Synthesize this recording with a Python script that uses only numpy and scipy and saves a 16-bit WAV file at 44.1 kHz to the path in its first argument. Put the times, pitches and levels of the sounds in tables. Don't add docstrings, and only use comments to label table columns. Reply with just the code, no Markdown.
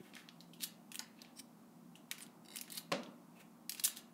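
import sys
import numpy as np
from scipy import signal
from scipy.fft import rfft, irfft
from scipy.io import wavfile
from scipy.ndimage import map_coordinates

SR = 44100
rng = np.random.default_rng(int(sys.argv[2]) if len(sys.argv) > 2 else 0)


def persist_wave(psi):
    counts = np.round(np.clip(psi, -1, 1) * 32767).astype(np.int16)
    wavfile.write(sys.argv[1], SR, np.atleast_2d(counts).T)


N = 182177

# (frequency [Hz], level per hertz [dB])
AIR_SPECTRUM = [(25, -16.5), (55, -16.5), (95, -34), (125, -23.5), (165, -6.5), (230, -6.5), (310, -10.5),
                (420, -20), (700, -17), (1100, -20), (1700, -31.5), (3500, -37), (8000, -36.5),
                (15500, -37.5)]
AIR_DB = -63.0
# (frequency [Hz], level [dB rms], largest waver [dB])
HUM_LINES = [(120.7, -82, 1.5), (209.1, -70, 3.5), (237, -66.5, 0), (303, -76.5, 6.5), (363.2, -79, 4.5)]
# (time [s], level [dB rms])
LOW_HUM_LEVEL = [(0, -76), (.25, -75), (.35, -61), (.58, -64), (.7, -67), (1.05, -73), (1.7, -70.5),
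                 (1.9, -60), (2.02, -77), (2.75, -69.5), (2.87, -63), (3.15, -67), (3.85, -72), (3.97, -76),
                 (4.13, -67)]
LOW_HUM_HZ = 170.3
# (time [s], relative level [dB], frequency [Hz])
SOFT_BUMPS = [(.002, -31.5, 369), (.004, -30, 166), (1.403, -29.5, 250)]
# (time of the height [s], level [dB], half length [s], treble [dB], singing resonance [dB])
FEATHER_RUBS = [(.01, -64.5, 0.014, -8.5, -3), (0.064, -69, 0.04, -6.5, -5),
                (3.369, -69.5, 0.022, -1.5, 14), (3.406, -67.5, 0.019, -3, 6)]
# (frequency [Hz], level per hertz [dB])
FEATHER_SPECTRUM = [(80, -26), (300, -2), (900, -15), (1700, -4.5), (2500, -5.5), (3300, -8.5),
                    (5000, -11.5), (9000, -9.5), (15000, -12)]
RUB_HZ, RUB_WIDTH_HZ = 2570, 230
# (time [s], relative level [dB], relative treble [dB], relative body [dB],
# wood resonance [Hz], its strength [dB], second resonance [Hz], level sent to the room [dB])
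WOOD_CLICKS = [(0.136, -42.5, -29, 0, 2300, 5, 4930, 0), (0.152, -38.5, -8, -5, 3420, 7, 8700, -9),
               (0.1653, -35.5, -24, 3.5, 2170, 6, 5200, 2), (0.2875, -36.5, -32, -14, 3030, 6, 4220, -2.5),
               (.405, -40, -6.5, -11, 3970, 17.5, 7500, 1.5), (0.5334, -44, -10, -24, 2980, 28, 7850, 5.5),
               (0.6062, -37.5, -23, -10, 3700, 6, 8000, 2), (0.6202, -37, -6, -15, 4200, 11, 10000, -3),
               (0.629, -31, 4, -18, 3000, 11, 13000, -4), (0.6367, -26.5, 0, -11, 4170, 3, 10200, 0),
               (0.917, -34.5, -4.5, -9, 2800, 6, 4050, 2.5), (0.944, -33, 1, -1, 3050, 11, 8650, 2.5),
               (0.955, -28, 3, -6, 2970, 13, 8500, -3), (0.9925, -23.5, -8, -3, 5200, 16.5, 6950, -2.5),
               (1.19, -48.5, -29, -6, 2660, 31, 4400, 2), (1.2175, -35.5, 3.5, -8, 4320, 26.5, 5630, -6),
               (1.2471, -45, -28, -18, 2440, 12, 4200, -4), (1.9539, -41, -8, -12, 2810, 19, 8000, 1.5),
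               (2.1129, -22, -5.5, -5.5, 2200, 11, 3530, -3.5), (2.1195, -34, -15, 1, 2310, 15, 3500, -1),
               (2.1815, -39, -4, -10, 2380, 15, 7900, 5.5), (2.2056, -36.5, -6, -8, 2100, 18, 3030, -1),
               (2.2335, -53, -5, -12, 4300, 13, 9000, -11), (2.2645, -46, -4, -22, 3420, 14, 8100, -7),
               (2.5579, -28, 4, -6.5, 2180, 11.5, 2850, 1), (2.5674, -32.5, 4, -13, 2850, 22, 10900, -9),
               (2.5688, -28.5, -1, -8, 4400, 7, 9400, -1), (2.5862, -31.5, -8, -8, 5230, 11, 2700, -4),
               (2.6119, -26, 2.5, -20, 2260, 14, 5230, -3.5), (2.636, -45, -7, -8, 2200, 13, 7500, 1),
               (2.678, -44, -11, 1, 2540, 10, 7800, 5.5), (2.7012, -36, 0, -22, 4160, 12, 8800, 3),
               (2.7195, -31, 14, -24, 4160, 10, 8340, -3), (2.724, -33.5, 12, -17, 4200, 8, 8400, -7),
               (2.749, -39, 8, -24, 4300, 5, 11000, -4), (2.754, -34, 11, -24, 4300, 0, 8460, -1),
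               (2.7727, -30, 6, -14, 4400, -6, 9700, -7), (2.7792, -29.5, 12, 0, 4350, 6, 9650, 1.5),
               (3.033, -39.5, -20, -18, 3720, 7, 4800, -0.5), (3.06, -45, -37, -11, 3440, 18, 4560, -0.5),
               (3.6943, -21.5, -0.5, -17, 4200, 7.5, 5350, 0), (3.7204, -28, 0.5, -8.5, 4830, 12, 7400, 1),
               (3.7472, -34.5, -1, -4, 2430, 14, 10500, 0.5), (3.7717, -45, -6, -4, 3700, 10, 5000, -5),
               (3.7958, -30, -2, -13, 4380, 8, 2430, -0.5), (3.7976, -27, -7, -11, 4400, 14, 2420, -5),
               (3.838, -23, 1, -24, 3500, 14, 9500, -6), (3.8503, -18.5, 7, -4, 6900, 26, 9300, -2),
               (3.8535, -18, 0.5, -15, 5500, 13, 9300, 2), (3.8769, -23, 6.5, 3.5, 3470, 16, 9100, -2),
               (3.9697, -33, -6, -20, 3870, 10, 14000, -13), (3.989, -47, -2, -19, 3720, 14, 12100, -8)]
# (frequency [Hz], level per hertz [dB])
WOOD_SPECTRUM = [(60, -35), (150, -16), (500, -21.5), (1000, -11), (1600, -3.5), (2200, 0), (2700, 2),
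                 (3600, 3.5), (4500, 2.5), (7000, 1.5), (10000, 2.5), (15500, -2.5)]
# (time of the height [s], level [dB], rise [s], fall [s], treble [dB],
# wood resonance [Hz], its strength [dB], level sent to the room [dB])
FIBRE_TEARS = [(0.188, -62, 0.056, 0.034, -8, 2180, 10, 2), (0.626, -49, 0.019, 0.014, -2, 3900, 10, -8),
               (.638, -36, 0.0059, 0.008, 3.5, 3970, 10.5, -1.5),
               (1.022, -63, 0.016, 0.028, -6, 5000, 32, -12),
               (1.226, -68.5, 0.055, 0.071, -35, 4100, 6, 1.5),
               (2.15, -69.5, 0.043, 0.081, -14, 7160, 3, 6),
               (2.222, -49, .005, 0.013, -3.5, 9000, 19, -4.5),
               (2.601, -64.5, 0.04, 0.066, -9, 5270, 14, -3), (2.753, -55, 0.035, 0.015, -2, 4050, 15, 1),
               (2.778, -41.5, 0.007, 0.01, -1, 4370, 12.5, -4), (3.78, -55, 0.0073, 0.016, -8, 3600, 0, 1),
               (3.8406, -32, 0.0028, 0.007, 8, 3560, 6, 3),
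               (3.85, -28.5, 0.0052, 0.0057, 5, 9000, 11.5, -0.5),
               (3.965, -55.5, .0058, 0.017, 1, 3850, 8, 9.5)]
SLIPS_PER_STROKE = 24
# (frequency [Hz], level [dB], time to fall 60 dB [s])
BLOCK_MODES = [(880, 2, 0.09), (1039, -5.5, 0.22), (1455, 1, 0.054), (1480, -5, 0.15), (2040, 2.5, 0.031)]
TOY_S, TOY_DB = 1, -24.5
# (time of the height [s], level [dB], half length [s])
BEAK_RUBS = [(1.377, -58.5, 0.014), (1.3965, -47.5, 0.0079)]
# (frequency [Hz], width [Hz], level [dB])
SQUEAK_RESONANCES = [(2400, 390, -6), (3100, 220, -5), (4000, 350, -3), (4850, 400, -1), (5520, 260, 9.5),
                     (7900, 700, 0), (8850, 450, 3), (13200, 3600, -13)]
SQUEAK_RISE_PER_S = 2.0
# (time [s], relative level [dB])
CLAW_JERKS = [(2.449, -51), (2.4586, -47.5), (2.4846, -42.5), (2.504, -43), (2.5154, -43.5), (2.5233, -43),
              (2.536, -44), (2.543, -43), (2.551, -43), (2.723, -39), (2.737, -46), (2.744, -44),
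              (2.762, -41)]
# (frequency [Hz], width [Hz], level [dB])
CREAK_RESONANCES = [(2110, 130, 0), (2900, 220, -2), (3870, 160, 4), (4630, 180, 2), (5330, 97, 0),
                    (7300, 700, -6), (8500, 520, -8.5), (9600, 680, -9), (12600, 2700, -27)]
KNOCK_S, KNOCK_DB = 2.9177, -37
REBOUND_S, REBOUND_DB = 0.0032, 2.5
# (frequency [Hz], level [dB], time to fall 60 dB [s])
PERCH_MODES = [(161, 0, 0.063), (211, 0, 0.18), (245, -7, 0.21), (275, 4, 0.25), (341, -14, 0.63),
               (415, -2, 0.11), (520, 8, 0.23), (563.3, 15, 0.22), (653, 2, 0.16), (730, 4, 0.13),
               (772, 2, 0.23), (980, -6, 0.12), (1126, -16, 0.11), (1390, -13, 0.14), (1827, 17, 0.041),
               (2100, -9, 0.16), (2666, 12.5, 0.05)]
# (frequency [Hz], level per hertz [dB])
KNOCK_SPECTRUM = [(50, -13), (105, -42), (180, 1), (270, -14), (420, -9.5), (550, 2.5), (800, -4.5),
                  (1030, 3.5), (1500, -15.5), (1850, -8.5), (4500, -11.5), (10000, -25.5), (15000, -32)]
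# (frequency [Hz], level per hertz [dB])
RATTLE_SPECTRUM = [(50, -12), (105, -17), (180, 4.5), (270, 10), (420, -1), (560, 6), (750, -3.5),
                   (1050, -0.5), (1500, -5.5), (2100, -5.5), (4500, -8), (10000, -24), (15000, -51)]
# (frequency [Hz], time to fall 60 dB [s])
ROOM_DECAY = [(200, 0.75), (950, 0.61), (4000, 0.31), (9000, 0.2), (15000, 0.14)]
TOP_HZ = 15650


def undb(db):
    return 10 ** (np.asarray(db) / 20)


def unit(x):
    return x / np.sqrt(np.sum(x ** 2) + 1e-20)


def on_log(hz, points):
    f, value = np.transpose(points)
    return np.interp(np.log(np.maximum(hz, 1)), np.log(f), value)


def colour(x, points, extra_db=0, size=4096):
    db = on_log(np.arange(size // 2 + 1) * SR / size, points) + extra_db
    cepstrum = irfft(np.log(undb(db)))
    cepstrum[1:size // 2] *= 2
    cepstrum[size // 2 + 1:] = 0
    response = irfft(np.exp(rfft(cepstrum)))
    return signal.fftconvolve(x, response)[:len(x)]


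def add(out, s, x):
    i = max(int(s * SR), 0)
    out[i:i + len(x)] += x[:len(out) - i]


def walk(rate):
    knots = rng.standard_normal(256)
    return np.interp(np.arange(N) / SR * rate, np.arange(len(knots)), knots)


def even(x):
    spectrum = rfft(x)
    return irfft(spectrum / (np.abs(spectrum) + 1e-12))


def burst(decay_s, size=4096):
    fade = np.exp(-np.arange(size) / SR / max(decay_s, 1e-4))
    spray = even(rng.standard_normal(size) * fade)
    return unit(spray * np.sqrt(fade))


def resonate(x, modes):
    return sum(undb(g) * signal.lfilter(*signal.iirpeak(hz, hz / width, fs=SR), x)
               for hz, width, g in modes)


def ring_down(t, modes, cycles):
    return sum(undb(g - 60 * t / t60) * np.sin(2 * np.pi * (hz * t + cycle))
               for (hz, g, t60), cycle in zip(modes, cycles))


def since_last_slip(t, mean_gap_s):
    slips = t[0] + np.cumsum(rng.uniform(.5, 1.5, 1024)) * mean_gap_s
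    return np.abs(t - slips[np.searchsorted(slips, t) - 1])


def ventilation(waver_db=2.0):
    t = np.arange(N) / SR
    air = unit(colour(rng.standard_normal(N), AIR_SPECTRUM)) * np.sqrt(N) * undb(AIR_DB)
    for lo, hi in [(150, 260), (260, 450), (450, 800), (800, 1500)]:
        band_pass = signal.butter(3, [lo, hi], "band", fs=SR, output="sos")
        band = signal.sosfiltfilt(band_pass, air)
        air = air + band * (undb(2 * np.tanh(walk(10))) - 1)
    low_level = np.interp(t, *np.transpose(LOW_HUM_LEVEL))
    hum = np.zeros(N)
    for hz, db, waver in list(HUM_LINES) + [(LOW_HUM_HZ, low_level, waver_db)]:
        level = undb(db + waver * np.tanh(walk(8)))
        hum += level * np.sin(2 * np.pi * hz * t + 0.63 * walk(22))
    return air + np.sqrt(2) * hum


def bumps(gain_db=3.0, decay_s=0.0039, size=4096):
    out, t = np.zeros(N), np.arange(size) / SR
    for s, db, hz in SOFT_BUMPS:
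        bump = t * np.exp(-t / decay_s) * np.sin(2 * np.pi * hz * t)
        add(out, s, undb(db + gain_db) * unit(bump))
    return out


def rustles(flicker_db=5.0):
    out, t = np.zeros(N), np.arange(N) / SR
    for s, db, length, bright_db, sing_db in FEATHER_RUBS:
        spectrum = [(hz, g + bright_db * (hz > 4500)) for hz, g in FEATHER_SPECTRUM]
        swish = colour(rng.standard_normal(N), spectrum)
        swish = swish + (undb(sing_db) - 1) * resonate(swish, [(RUB_HZ, RUB_WIDTH_HZ, 0)])
        out += undb(db) * swish / np.std(swish) * np.exp(-((t - s) / length) ** 2)
    return out * undb(flicker_db * walk(60))


def wood(x, treble_db, body_db, ring_hz, ring_db, ring_width, ripple_db, mode_spacing_hz=210, size=4096):
    hz = np.arange(size // 2 + 1) * SR / size + 1
    shelves = treble_db / (1 + (7000 / hz) ** 5) + body_db / (1 + (hz / 2100) ** 6)
    ring = ring_db / (1 + (np.log(hz / ring_hz) / ring_width) ** 2)
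    modes = np.clip(rng.standard_normal(256), -1.5, 1.5)
    ripple = ripple_db * np.interp(hz / mode_spacing_hz, np.arange(len(modes)), modes)
    return unit(colour(x, WOOD_SPECTRUM, shelves + ring + ripple))


def clicks(gain_db=9.5, treble_db=5, body_db=12, bite_s=0.000903, touch_db=-16,
           upper_db=6, upper_width=0.073):
    out, sent = np.zeros(N), np.zeros(N)
    snap_decay_s, room_share = .00055, .4
    for s, db, bright_db, low_db, hz, ring_db, upper_hz, room_db in WOOD_CLICKS:
        contact = undb(touch_db) * burst(0.00012)
        add(contact, bite_s, burst(snap_decay_s))
        click, blunt = (
            wood(contact, treble_db + bright_db, body_db + low_db, hz, share * ring_db,
                 ring_width=0.15, ripple_db=share * 5.6)
            for share in (1, room_share))
        second = signal.lfilter(*signal.iirpeak(upper_hz, 1 / upper_width, fs=SR), click)
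        add(out, s, undb(db + gain_db) * unit(click + (undb(upper_db) - 1) * second))
        add(sent, s, undb(db + gain_db + room_db) * blunt)
    return out, sent


def crunches(grain_rate=2600, scatter_db=5, slip_s=0.0017, drag=0.44,
             body_db=2, body_per_db=-0.33, size=16384):
    out, sent = np.zeros(N), np.zeros(N)
    t = (np.arange(size) - size // 2) / SR
    room_share = .4
    for s, db, rise, fall, bright_db, hz, ring_db, room_db in FIBRE_TEARS:
        since_slip = since_last_slip(t, (rise + fall) / SLIPS_PER_STROKE)
        cracks = (rng.random(size) < grain_rate / SR) * rng.choice([-1, 1], size)
        cracks = cracks * undb(scatter_db * np.minimum(rng.exponential(size=size), 3))
        swell = np.exp(-np.abs(t / np.where(t < 0, rise, fall)) ** 2)
        low_db = body_db + body_per_db * (db + 46)
        force = cracks * swell * (drag + np.exp(-since_slip / slip_s))
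        tear, blunt = (
            wood(force, bright_db, low_db, hz, share * ring_db,
                 ring_width=0.13, ripple_db=share * 2.0)
            for share in (1, room_share))
        gain = undb(db) * np.sqrt(np.sum(swell ** 2))
        add(out, s + t[0], gain * tear)
        add(sent, s + t[0], gain * undb(room_db) * blunt)
    return out, sent


def toy(size=11025):
    out, t = np.zeros(N), np.arange(size) / SR
    ring = ring_down(t, BLOCK_MODES, np.zeros(len(BLOCK_MODES)))
    add(out, TOY_S, undb(TOY_DB) * unit(ring))
    return out


def squeaks(slip_count=7, slip_s=0.0018, drag=0.12, size=16384):
    out, t = np.zeros(N), (np.arange(size) - size // 2) / SR
    for s, db, length in BEAK_RUBS:
        since_slip = since_last_slip(t, 2 * length / slip_count)
        swell = np.exp(-(t / length) ** 2)
        rub = rng.standard_normal(size) * swell * (drag + np.exp(-since_slip / slip_s))
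        read_at = (t + SQUEAK_RISE_PER_S * t ** 2 / 2 - t[0]) * SR
        song = map_coordinates(resonate(rub, SQUEAK_RESONANCES), [read_at])
        add(out, s + t[0], undb(db) * unit(song) * np.sqrt(np.sum(swell ** 2)))
    return out


def creaks(gain_db=11.0, grit_s=0.004):
    out = np.zeros(N)
    detune, vary_db = .013, 2.5
    for s, db in CLAW_JERKS:
        chance = rng.standard_normal((len(CREAK_RESONANCES), 2))
        modes = [(hz * (1 + detune * a), width, g + vary_db * b)
                 for (hz, width, g), (a, b) in zip(CREAK_RESONANCES, chance)]
        add(out, s, undb(db + gain_db) * unit(resonate(burst(grit_s), modes)))
    return out


def knock(ring_db=29, crack_db=22.5, rattle_db=29.0, rattle_s=0.04, give_s=0.00089,
          spill_db=29, count=3, size=22050):
    out, sent, t = np.zeros(N), np.zeros(N), np.arange(size) / SR
    ring = ring_down(t, PERCH_MODES, rng.random(len(PERCH_MODES)))
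    ring = ring * (1 - np.exp(-t / give_s))
    rattle = colour(burst(2 * rattle_s, size=size) * np.exp(-t / rattle_s / 2), RATTLE_SPECTRUM)
    add(out, KNOCK_S, undb(ring_db) * unit(ring) + undb(rattle_db) * unit(rattle))
    for k in range(count):
        crack = unit(colour(burst(0.00075), KNOCK_SPECTRUM))
        add(out, KNOCK_S + k * REBOUND_S, undb(crack_db + k * REBOUND_DB) * crack)
    thud = unit(colour(burst(0.0051), RATTLE_SPECTRUM))
    add(sent, KNOCK_S, undb(spill_db) * thud)
    return undb(KNOCK_DB) * out, undb(KNOCK_DB) * sent


def room(x, near_db=-5, near_s=0.018, near_lag_s=0.0015, tail_db=-9, size=26460):
    t, hz = np.arange(size) / SR, np.arange(size // 2 + 1) * SR / size
    near = np.zeros(size)
    add(near, near_lag_s, burst(near_s))
    noise = rfft(even(rng.standard_normal(size)))
    edges = [0, 400, 1500, 3000, 5000, 8000, 12000, 22051]
    tail = np.zeros(size)
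    for lo, hi in zip(edges, edges[1:]):
        band = irfft(noise * (hz >= lo) * (hz < hi))
        tail += band * undb(-60 * t / on_log((lo + hi) / 2, ROOM_DECAY))
    tail = tail * (1 - np.exp(-t / 0.0085))
    return signal.fftconvolve(x, undb(near_db) * near + undb(tail_db) * unit(tail))[:N]


def scene(squeak_room_db=-7, creak_room_db=-3):
    taps, taps_sent = clicks()
    tears, tears_sent = crunches()
    blow, blow_sent = knock()
    skids, claws, feathers = squeaks(), creaks(), rustles()
    small_sent = taps_sent + tears_sent + feathers
    small_sent = small_sent + undb(squeak_room_db) * skids + undb(creak_room_db) * claws
    echoes = room(small_sent) + room(blow_sent, near_db=-12.5, tail_db=-6.5)
    direct = bumps() + feathers + taps + tears + toy() + skids + claws + blow
    return (direct + echoes + ventilation())[None]


def record(dry, low_hz=110):
    thin = signal.sosfilt(signal.butter(2, low_hz, "high", fs=SR, output="sos"), dry)
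    return signal.sosfilt(signal.ellip(10, .2, 75, TOP_HZ, fs=SR, output="sos"), thin)


dry = scene()
out = record(dry)
persist_wave(out)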